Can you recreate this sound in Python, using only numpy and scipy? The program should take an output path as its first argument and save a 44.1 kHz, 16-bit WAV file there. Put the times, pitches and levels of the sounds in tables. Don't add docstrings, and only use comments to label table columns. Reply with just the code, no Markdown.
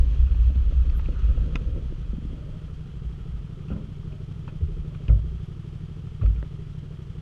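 import sys
import numpy as np
from scipy import signal
from scipy.fft import rfft, irfft, next_fast_len
from scipy.io import wavfile
from scipy.ndimage import uniform_filter1d

SR = 44100
rng = np.random.default_rng(int(sys.argv[2]) if len(sys.argv) > 2 else 0)


def store_pcm(level_fs):
    pcm = np.round(np.clip(level_fs, -1, 1) * 32767).astype(np.int16)
    wavfile.write(sys.argv[1], SR, np.atleast_2d(pcm).T)


N = 317961
TIME = np.arange(N) / SR


def gain_of(db):
    return 10 ** (np.asarray(db) / 20)

def unit_rms(x):
    return x / np.sqrt(np.mean(x ** 2) + 1e-20)

def curve(rows, column=1):
    rows = np.array(rows)
    return np.interp(TIME, rows[:, 0], rows[:, column])

def add(mix, start_s, sound):
    part = mix[max(round(start_s * SR), 0):][:len(sound)]
    part += sound[:len(part)]

def coloured(x, spectrum):
    size = next_fast_len(N)
    hz, db = np.transpose(spectrum)
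    shape_db = np.interp(np.log(np.fft.rfftfreq(size, 1 / SR) + 1), np.log(hz), db)
    return unit_rms(irfft(rfft(x, size) * gain_of(shape_db), size)[:N])

def noise(spectrum):
    return coloured(rng.standard_normal(N), spectrum)

def wander(per_s):
    knots = np.arange(0, 8, 1 / per_s)
    return unit_rms(np.interp(TIME, knots, rng.standard_normal(len(knots))))

def steadied(x, span_s):
    power = uniform_filter1d(x ** 2, max(int(span_s * SR), 8))
    return unit_rms(x / np.sqrt(abs(uniform_filter1d(power, SR // 200)) + 1e-4))

def swells(rows, skew=0.56):
    return sum(gain_of(db) * np.sin(np.pi * np.clip((TIME - start) / length, 0, 1) ** skew)
               for start, db, length in rows)

def tone(hz):
    return np.sqrt(2) * np.sin(2 * np.pi * np.cumsum(hz) / SR)

def softened(x):
    return signal.sosfilt(signal.butter(6, 7500, fs=SR, output="sos"), x)

# time_s, relative_speed
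ROAD_SPEED = [(0, 0.87), (.7, 0.78), (1.35, 0.81), (1.9, 0.47), (2.6, 0.21), (3.7, 0.22), (4.2, 0.14),
              (5.3, 0.32), (5.6, .06), (7.2, 0.13)]
def with_speed(db, power):
    return gain_of(db) * curve(ROAD_SPEED) ** power

# start_s, level_db, length_s
LANE_BUMPS = [(-.03, -8.5, 0.049), (.04, -19.5, 0.067), (.09, -22.5, 0.047), (.175, -16.5, 0.11),
              (.295, -14, 0.046), (.355, -16, 0.085), (.432, -16.5, .1), (.54, -18, 0.1),
              (.655, -18.5, 0.041), (.715, -16, 0.13), (.855, -20, .055), (.915, -23, 0.12),
              (1.165, -28, 0.091), (1.22, -15.5, 0.056), (1.278, -15, 0.051), (1.355, -18.5, 0.093),
              (1.455, -27, 0.14), (1.655, -25.5, 0.026), (1.703, -22.5, 0.053), (1.79, -34.5, 0.13),
              (2.06, -29, 0.12), (2.22, -31, .1), (3.27, -31.5, .15)]
# frequency_hz, density_db
RUMBLE_SPECTRUM = [(10, -40), (20, -5.5), (28, 9.5), (38, 1.5), (48, -1), (60, 0.5), (74, -3.5), (100, -10),
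                   (150, -27.5), (250, -46), (500, -85.5)]
def bodywork():
    bumps = swells(LANE_BUMPS, skew=.95)
    boom_hz = 58 * (1 + .08 * wander(30))
    boom = tone(boom_hz) * np.hypot(bumps, with_speed(-26, power=2.6))
    rumble = steadied(noise(RUMBLE_SPECTRUM), span_s=.2)
    rumble *= np.hypot(with_speed(-23, power=1.32), gain_of(-8) * bumps)
    return signal.sosfilt(signal.butter(4, 100, fs=SR, output="sos"), boom) + rumble

# frequency_hz, density_db
TYRE_SPECTRUM = [(400, -0.5), (520, -2), (800, -7), (1100, 0), (1350, -7.5), (1600, -3.5), (2100, -7.5),
                 (2450, -6), (2950, -4), (3600, -9.5), (4300, -9.5), (5200, -22.5), (6200, -14),
                 (8000, -31.5)]
def tyres():
    grit = (rng.random(N) < 220 / SR) * rng.choice([-1, 1], N)
    grit = grit * gain_of(4.5 * rng.exponential(1, N).clip(0, 3))
    hiss = coloured(rng.standard_normal(N) + .5 * unit_rms(grit), TYRE_SPECTRUM)
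    return softened(hiss * with_speed(-55.5, power=1.62) * gain_of(wander(30.15)))

# frequency_hz, density_db
JUDDER_SPECTRUM = [(60, -11), (130, 14.5), (210, 4.5), (290, 4), (380, -8.5), (500, -2), (640, -15.5),
                   (850, -35), (1600, -62)]
# start_s, level_db, length_s
BRAKE_BITES = [(1.27, -38, 0.72), (2.0, -65, .2), (2.2, -46.5, 0.64)]
def judder():
    drive = np.hypot(with_speed(-45.5, power=.82), swells(BRAKE_BITES))
    return steadied(noise(JUDDER_SPECTRUM), span_s=.016) * drive * gain_of(2 * wander(45))

def cycle_impulses(cycles, lag, uneven_db, jitter_s=.00012):
    due_s = np.interp(np.arange(1, int(cycles[-1] - lag) + 1) + lag, cycles, TIME)
    size, slip = rng.standard_normal((len(due_s), 2)).T
    samples = ((due_s + jitter_s * slip) * SR).astype(int)
    train = np.zeros(N)
    train[np.clip(samples, 0, N - 1)] = gain_of(uneven_db * size)
    return train

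def duct(firings, resonances):
    t = TIME[:SR // 4]
    ring = sum((-1) ** k * gain_of(db) * np.exp(-np.pi * width * t) * np.sin(2 * np.pi * hz * t)
               for k, (hz, width, db) in enumerate(resonances))
    opening = t ** 2 * np.exp(-t / .00066)
    return unit_rms(signal.oaconvolve(firings, signal.fftconvolve(ring, opening))[:N])

# pitch_hz, bandwidth_hz, relative_db
PIPE_MODES = [(90.7, 11, -9), (150.5, 21.1, 3), (60.9, 9, -17)]
SILENCER_MODES = [(253.6, 20, -3), (318, 33, -5.5), (344, 7, 2), (376.7, 10, 3), (435, 23, -1)]
# time_s, gain_db
EXHAUST_GAIN = [(0, -44), (1.2, -42), (2.7, -40), (4.1, -37), (6.1, -37.5), (6.6, -38.5), (7.2, -40)]
def exhaust(first, second, rasp):
    beat = duct(gain_of(-2.5) * first + second, PIPE_MODES)
    chug = duct(first + gain_of(-.5) * second, SILENCER_MODES)
    gas = gain_of(-17.5 + 2 * wander(13)) * rasp
    return gain_of(curve(EXHAUST_GAIN)) * (gain_of(1) * beat + gain_of(-23.5) * chug + gas)

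# cycle_share, dull_db, bright_db
VALVE_TICKS = [(.04, -60.5, -68.5), (.22, -62, -64), (.42, -61.5, -68), (.58, -76, -69), (.78, -62.5, -67),
               (.85, -63.5, -73)]
# frequency_hz, density_db
DULL_SPECTRUM = [(700, -24), (1100, -2.5), (1290, 3), (1500, -13), (2000, -14.5), (5000, -47)]
BRIGHT_SPECTRUM = [(1500, -19), (2100, -9.5), (2550, 0.5), (2850, -3.5), (3250, -1.5), (3800, -12.5),
                   (6000, -22.5), (9000, -33.5)]
def valves(cycles):
    fade = np.exp(-TIME[:SR // 20] / .0045)
    dull, bright = np.zeros((2, N))
    for lag, dull_db, bright_db in VALVE_TICKS:
        tick = signal.oaconvolve(cycle_impulses(cycles, lag, uneven_db=1), fade)[:N]
        dull += gain_of(dull_db) * tick
        bright += gain_of(bright_db) * tick
    return dull * noise(DULL_SPECTRUM) + bright * noise(BRIGHT_SPECTRUM)

# time_s, crank_rpm
IDLE_RPM = [(0.0, 1577), (0.7, 1489), (2.2, 1528), (2.4, 1487), (4.1, 1535), (4.5, 1466), (5.2, 1547),
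            (5.45, 1456), (6.05, 1546), (7.2, 1477)]
# frequency_hz, density_db
RASP_SPECTRUM = [(150, -38.5), (240, -4), (300, -5), (378, 1.5), (410, 2), (460, -2.5), (540, -21),
                 (800, -28), (1500, -67.5)]
WHIRR_SPECTRUM = [(200, -1), (600, 2), (1100, -1), (1290, 3), (1500, -2.5), (2200, -4.5), (2550, -4.5),
                  (2850, -3), (3200, 1), (3700, -8.5), (6000, -14.5), (9000, -22), (11900, -28.5),
                  (13200, -44), (15500, -54.5)]
SHAKE_SPECTRUM = [(8, -14), (14, -4), (25, -6), (45, -1), (62, -2), (85, -7), (160, -7.5), (200, -19.5),
                  (300, -27.5), (900, -77)]
def engine():
    cycles = np.cumsum(curve(IDLE_RPM)) / (120 * SR)
    first = cycle_impulses(cycles, lag=-.025, uneven_db=1)
    second = cycle_impulses(cycles, lag=.367, uneven_db=.7)
    t = TIME[:SR // 4]
    puff = (1 - np.exp(-t / .0015)) * np.exp(-(t / .028) ** 3)
    gas_first, gas_second = (signal.oaconvolve(train, puff)[:N] for train in (first, second))
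    rasp = unit_rms(steadied(noise(RASP_SPECTRUM), span_s=.015) * (.22 + gas_first + .2 * gas_second))
    pulsing = 1 + .22 * gas_second + .1 * gas_first
    whirr = gain_of(-59.5) * unit_rms(noise(WHIRR_SPECTRUM) * pulsing * gain_of(.6 * wander(90)))
    tailpipe = exhaust(first, second, rasp)
    shake = gain_of(-40) * noise(SHAKE_SPECTRUM)
    crank = gain_of(-53) * np.sin(4 * np.pi * cycles)
    return tailpipe + shake + crank + whirr + valves(cycles)

def clatter(modes, ticks_per_s=90, spread_db=3):
    t, out = TIME[:SR // 20], np.zeros(N)
    for hz, db, t60 in modes:
        ticks = (rng.random(N) < ticks_per_s / SR) * gain_of(spread_db * rng.standard_normal(N))
        ring = gain_of(db - 60 * t / t60) * t * np.sin(2 * np.pi * hz * t)
        out += signal.oaconvolve(ticks, ring)[:N]
    return unit_rms(out)

# pitch_hz, relative_db, t60_s
CHAIN_LOW_MODES = [(1220, -4, 0.015), (1307, 0, .016), (1470, 0, .011)]
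CHAIN_HIGH_MODES = [(2530, -2.3, .018), (2803, 0.26, 0.013), (3242, -1.2, 0.015)]
# time_s, low_modes_db, high_modes_db
CHAIN_LEVELS = [(0, -71, -70.5), (.35, -63, -60.5), (.6, -66.5, -67.5), (1.0, -59.5, -68),
                (1.3, -56.5, -60), (1.45, -65.5, -70), (2, -69, -71), (3.6, -71, -89), (4, -100, -100)]
def chain():
    low = gain_of(curve(CHAIN_LEVELS)) * clatter(CHAIN_LOW_MODES)
    high = gain_of(curve(CHAIN_LEVELS, column=2)) * clatter(CHAIN_HIGH_MODES)
    return low + high

def strike(modes, tilt_db, scatter, grit, grit_s, soft_s=0):
    t = TIME[:SR // 5]
    hz, db, t60 = np.transpose(modes)[:, :, None]
    detune, weight, side = rng.standard_normal((3, len(modes), 1))
    level = gain_of(db + 2 * weight + tilt_db * np.log2(hz / hz.mean()) - 60 * t / t60)
    ring = (np.sign(side) * level * np.sin(2 * np.pi * hz * (1 + scatter * detune) * t)).sum(0)
    contact = grit * rng.standard_normal(len(t)) * np.exp(-t / grit_s)
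    contact[0] = 1
    onset = 1 - np.exp(-t / (soft_s + 1e-9))
    blow = softened(signal.fftconvolve(ring, contact)[:len(t)] * onset)
    return blow / abs(blow).max()

# pitch_hz, relative_db, t60_s
PANEL_MODES = [(950, -6, .012), (1260, -2, .016), (1620, -4, .008), (1950, 0, .009), (2500, -6, .01),
               (2900, -9, .008), (3400, -15, .008), (4400, -22, .008)]
# start_s, peak_db, tilt_db_per_octave, scuff_s
PANEL_TAPS = [(0.346, -43, -13, .004), (0.557, -44.5, 11, 0.0028), (.721, -51, 4, 0.0017),
              (0.994, -38, -12, 0.0046), (1.058, -39, 6, 0.0044), (1.675, -48, 1, 0.0022),
              (3.764, -47, -17, 0.015), (5.093, -40, -17, 0.013), (6.235, -53, -3.5, .008),
              (6.26, -39.5, 6, 0.0032), (6.427, -33.5, 1, 0.00084)]
def panel_taps(mix):
    for start, db, tilt, scuff in PANEL_TAPS:
        add(mix, start, gain_of(db) * strike(PANEL_MODES, tilt, scatter=.012, grit=.26, grit_s=scuff))

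# pitch_hz, relative_db, t60_s
CHASSIS_MODES = [(197, 7.5, .046), (262, 1.5, 0.034), (306, -1, 0.065), (468, -3.5, .036),
                 (540, -3.5, 0.046), (626, -6, 0.033), (774, -23.5, 0.024), (1290, -25.5, 0.016)]
# start_s, peak_db, tilt_db_per_octave
CHASSIS_KNOCKS = [(0.501, -30.5, -5), (0.558, -28, -3.5), (0.721, -32.5, 5), (1.086, -26.5, 0.5),
                  (1.373, -34.5, 7.5), (1.554, -23, -4), (1.763, -26.5, -5), (1.924, -24, -4),
                  (2.132, -24.5, -7), (2.181, -27, -12), (2.222, -31.5, -12), (2.251, -28.5, -13),
                  (2.331, -30, -14), (3.714, -25, -20), (3.762, -32.5, 0), (4.483, -36.5, 1),
                  (5.087, -28, -10), (6.233, -28.5, 4), (6.426, -31, 3)]
def chassis_knocks(mix):
    for start, db, tilt in CHASSIS_KNOCKS:
        knock = strike(CHASSIS_MODES, tilt, scatter=.032, grit=.035, grit_s=.0026, soft_s=.0006)
        add(mix, start, gain_of(db) * knock)

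# pitch_hz, relative_db, t60_s
LEVER_MODES = [(820, -9, .01), (1140, -3, .012), (1370, -4, .012), (1660, -5, .01), (2050, -8, .008),
               (2515, 0, .018), (2800, -4, .01), (3200, -10, .01), (4450, -18, .012), (5400, -27, .012)]
# start_s, peak_db, tilt_db_per_octave, scuff_s
LEVER_CLINKS = [(0.898, -41, 2, 0.0033), (1.544, -45, -1, .002), (1.574, -44, -2, .002),
                (3.683, -47, 5, 0.02), (3.713, -50, -7, 0.0088), (4.12, -50.5, 4, .009),
                (4.32, -48, -6, 0.0073), (4.478, -35, -4, 0.01), (4.947, -41.5, -6, 0.0053),
                (5.081, -35.5, -1, .005), (6.213, -41, -4, .03), (6.361, -46, -2, 0.0027)]
def lever_clinks(mix):
    for start, db, tilt, scuff in LEVER_CLINKS:
        add(mix, start, gain_of(db) * strike(LEVER_MODES, tilt, scatter=.0049, grit=.37, grit_s=scuff))

# time_s, pitch_hz, level_db
BRAKE_CHIRP = [(.94, 11850, -92), (.957, 11790, -72), (.968, 11730, -68), (.98, 11730, -60),
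               (.992, 11750, -73), (1.01, 11740, -78), (1.03, 11720, -96)]
def brake_chirp():
    pitch_hz = curve(BRAKE_CHIRP) + 55 * wander(400)
    touching = (TIME > BRAKE_CHIRP[0][0]) & (TIME < BRAKE_CHIRP[-1][0])
    return touching * gain_of(curve(BRAKE_CHIRP, column=2)) * tone(pitch_hz)

# pitch_hz, relative_db, t60_s
FAIRING_MODES = [(636, -10, .035), (780, -17, .012), (1013, -15, .035), (1237, -15, .04), (1360, -13, .045),
                 (1520, -15, .02), (1655, -12, .016), (2080, -1, .008), (2300, -1, .008), (2530, 1, .013),
                 (2790, -5, .012), (3100, -10, .009), (3580, -4.5, .016), (4420, -21, .012),
                 (4970, -17, .016), (5700, -17, .008), (5980, -16, .008), (6330, -18, .01)]
# start_s, peak_db, tilt_db_per_octave
STONE_HITS = [(1.5551, -31, 4), (1.5566, -20.5, -.5), (1.5646, -39, 0)]
def stone_clack(mix):
    for start, db, tilt in STONE_HITS:
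        add(mix, start, gain_of(db) * strike(FAIRING_MODES, tilt, scatter=.004, grit=.07, grit_s=.002))

# start_s, level_db, length_s
BRAKE_GROANS = [(2.3, -61.5, 0.44), (4.07, -62.5, 0.2), (4.48, -65, 0.18), (4.85, -63, 0.3),
                (5.08, -57, .15)]
# frequency_hz, density_db
GROAN_SPECTRUM = [(450, -55), (570, -4), (620, 5), (680, -17), (850, -49)]
def brake_groans():
    return noise(GROAN_SPECTRUM) * swells(BRAKE_GROANS)

def swing(hz, rise_s):
    t = TIME[:SR // 2]
    return t / rise_s * np.exp(1 - t / rise_s) * np.cos(2 * np.pi * hz * t)

# start_s, level_db, pitch_hz, rise_s, overtone_db
SHOVES = [(3.053, -22, 56.7, 0.014, -32), (3.702, -26.5, 63, 0.017, -8), (4.618, -15.5, 77, 0.013, -22),
          (4.659, -27, 38.3, 0.051, -28), (4.78, -21.5, 66.6, 0.013, -26), (5.084, -9, 54.46, 0.028, -9.5),
          (5.089, -21, 129.4, 0.021, -32), (5.197, -28.5, 61.6, 0.064, -22),
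          (6.212, -17.5, 100.2, 0.019, -28), (6.234, -11, 52.7, .03, -11.5), (6.363, -21, 55.2, 0.02, -27)]
def thumps(mix):
    for start, db, hz, rise, overtone_db in SHOVES:
        overtone = gain_of(overtone_db) * swing(1.79 * hz, rise / .86)
        add(mix, start, gain_of(db) * (swing(hz, rise) + overtone))

# start_s, level_db, length_s
RUBS = [(3.185, -58, 0.039), (4.482, -54, .025), (3.675, -67, 0.062), (3.708, -53, 0.058),
        (3.758, -60, .03), (3.8, -65, 0.059), (5.078, -56, 0.032), (6.212, -58, .035), (6.365, -61, 0.067)]
# frequency_hz, density_db
RUB_SPECTRUM = [(600, -14), (950, 1), (1150, -3.5), (1400, 13.5), (1700, -9), (2100, -15.5), (2580, 2),
                (2900, -4.5), (3600, -20), (7000, -32.5)]
def scrapes():
    return unit_rms(noise(RUB_SPECTRUM) * gain_of(3 * wander(350))) * swells(RUBS)

# pitch_hz, relative_db, t60_s
FRAME_MODES = [(181, -1.5, 0.093), (214.7, 0, 0.22), (294.3, -2, 0.16), (400.4, -3.5, 0.053),
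               (509, -8, 0.078), (571, -22, 0.044), (970, -27.5, .04), (1425, -22, 0.046)]
# start_s, peak_db, shudder_s
FRAME_JOLTS = [(3.704, -27.5, 0.073), (5.095, -29.5, 0.037), (6.222, -37.5, 0.07)]
def frame_shudders(mix):
    for start, db, length in FRAME_JOLTS:
        shudder = strike(FRAME_MODES, tilt_db=1.5, scatter=.0035, grit=.047, grit_s=length)
        add(mix, start, gain_of(db) * shudder)

def scene():
    mix = engine() + bodywork() + tyres() + judder() + brake_groans() + chain()
    for add_impacts in (thumps, chassis_knocks, frame_shudders, lever_clinks, panel_taps, stone_clack):
        add_impacts(mix)
    return (mix + scrapes() + brake_chirp())[None]

def record(dry):
    dry = signal.sosfilt(signal.butter(1, 8, "highpass", fs=SR, output="sos"), dry)
    lowpass = signal.firwin(511, 15700, window=("kaiser", 9), fs=SR)
    return signal.oaconvolve(dry, lowpass[None], "same")


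dry = scene()
out = record(dry)
store_pcm(out)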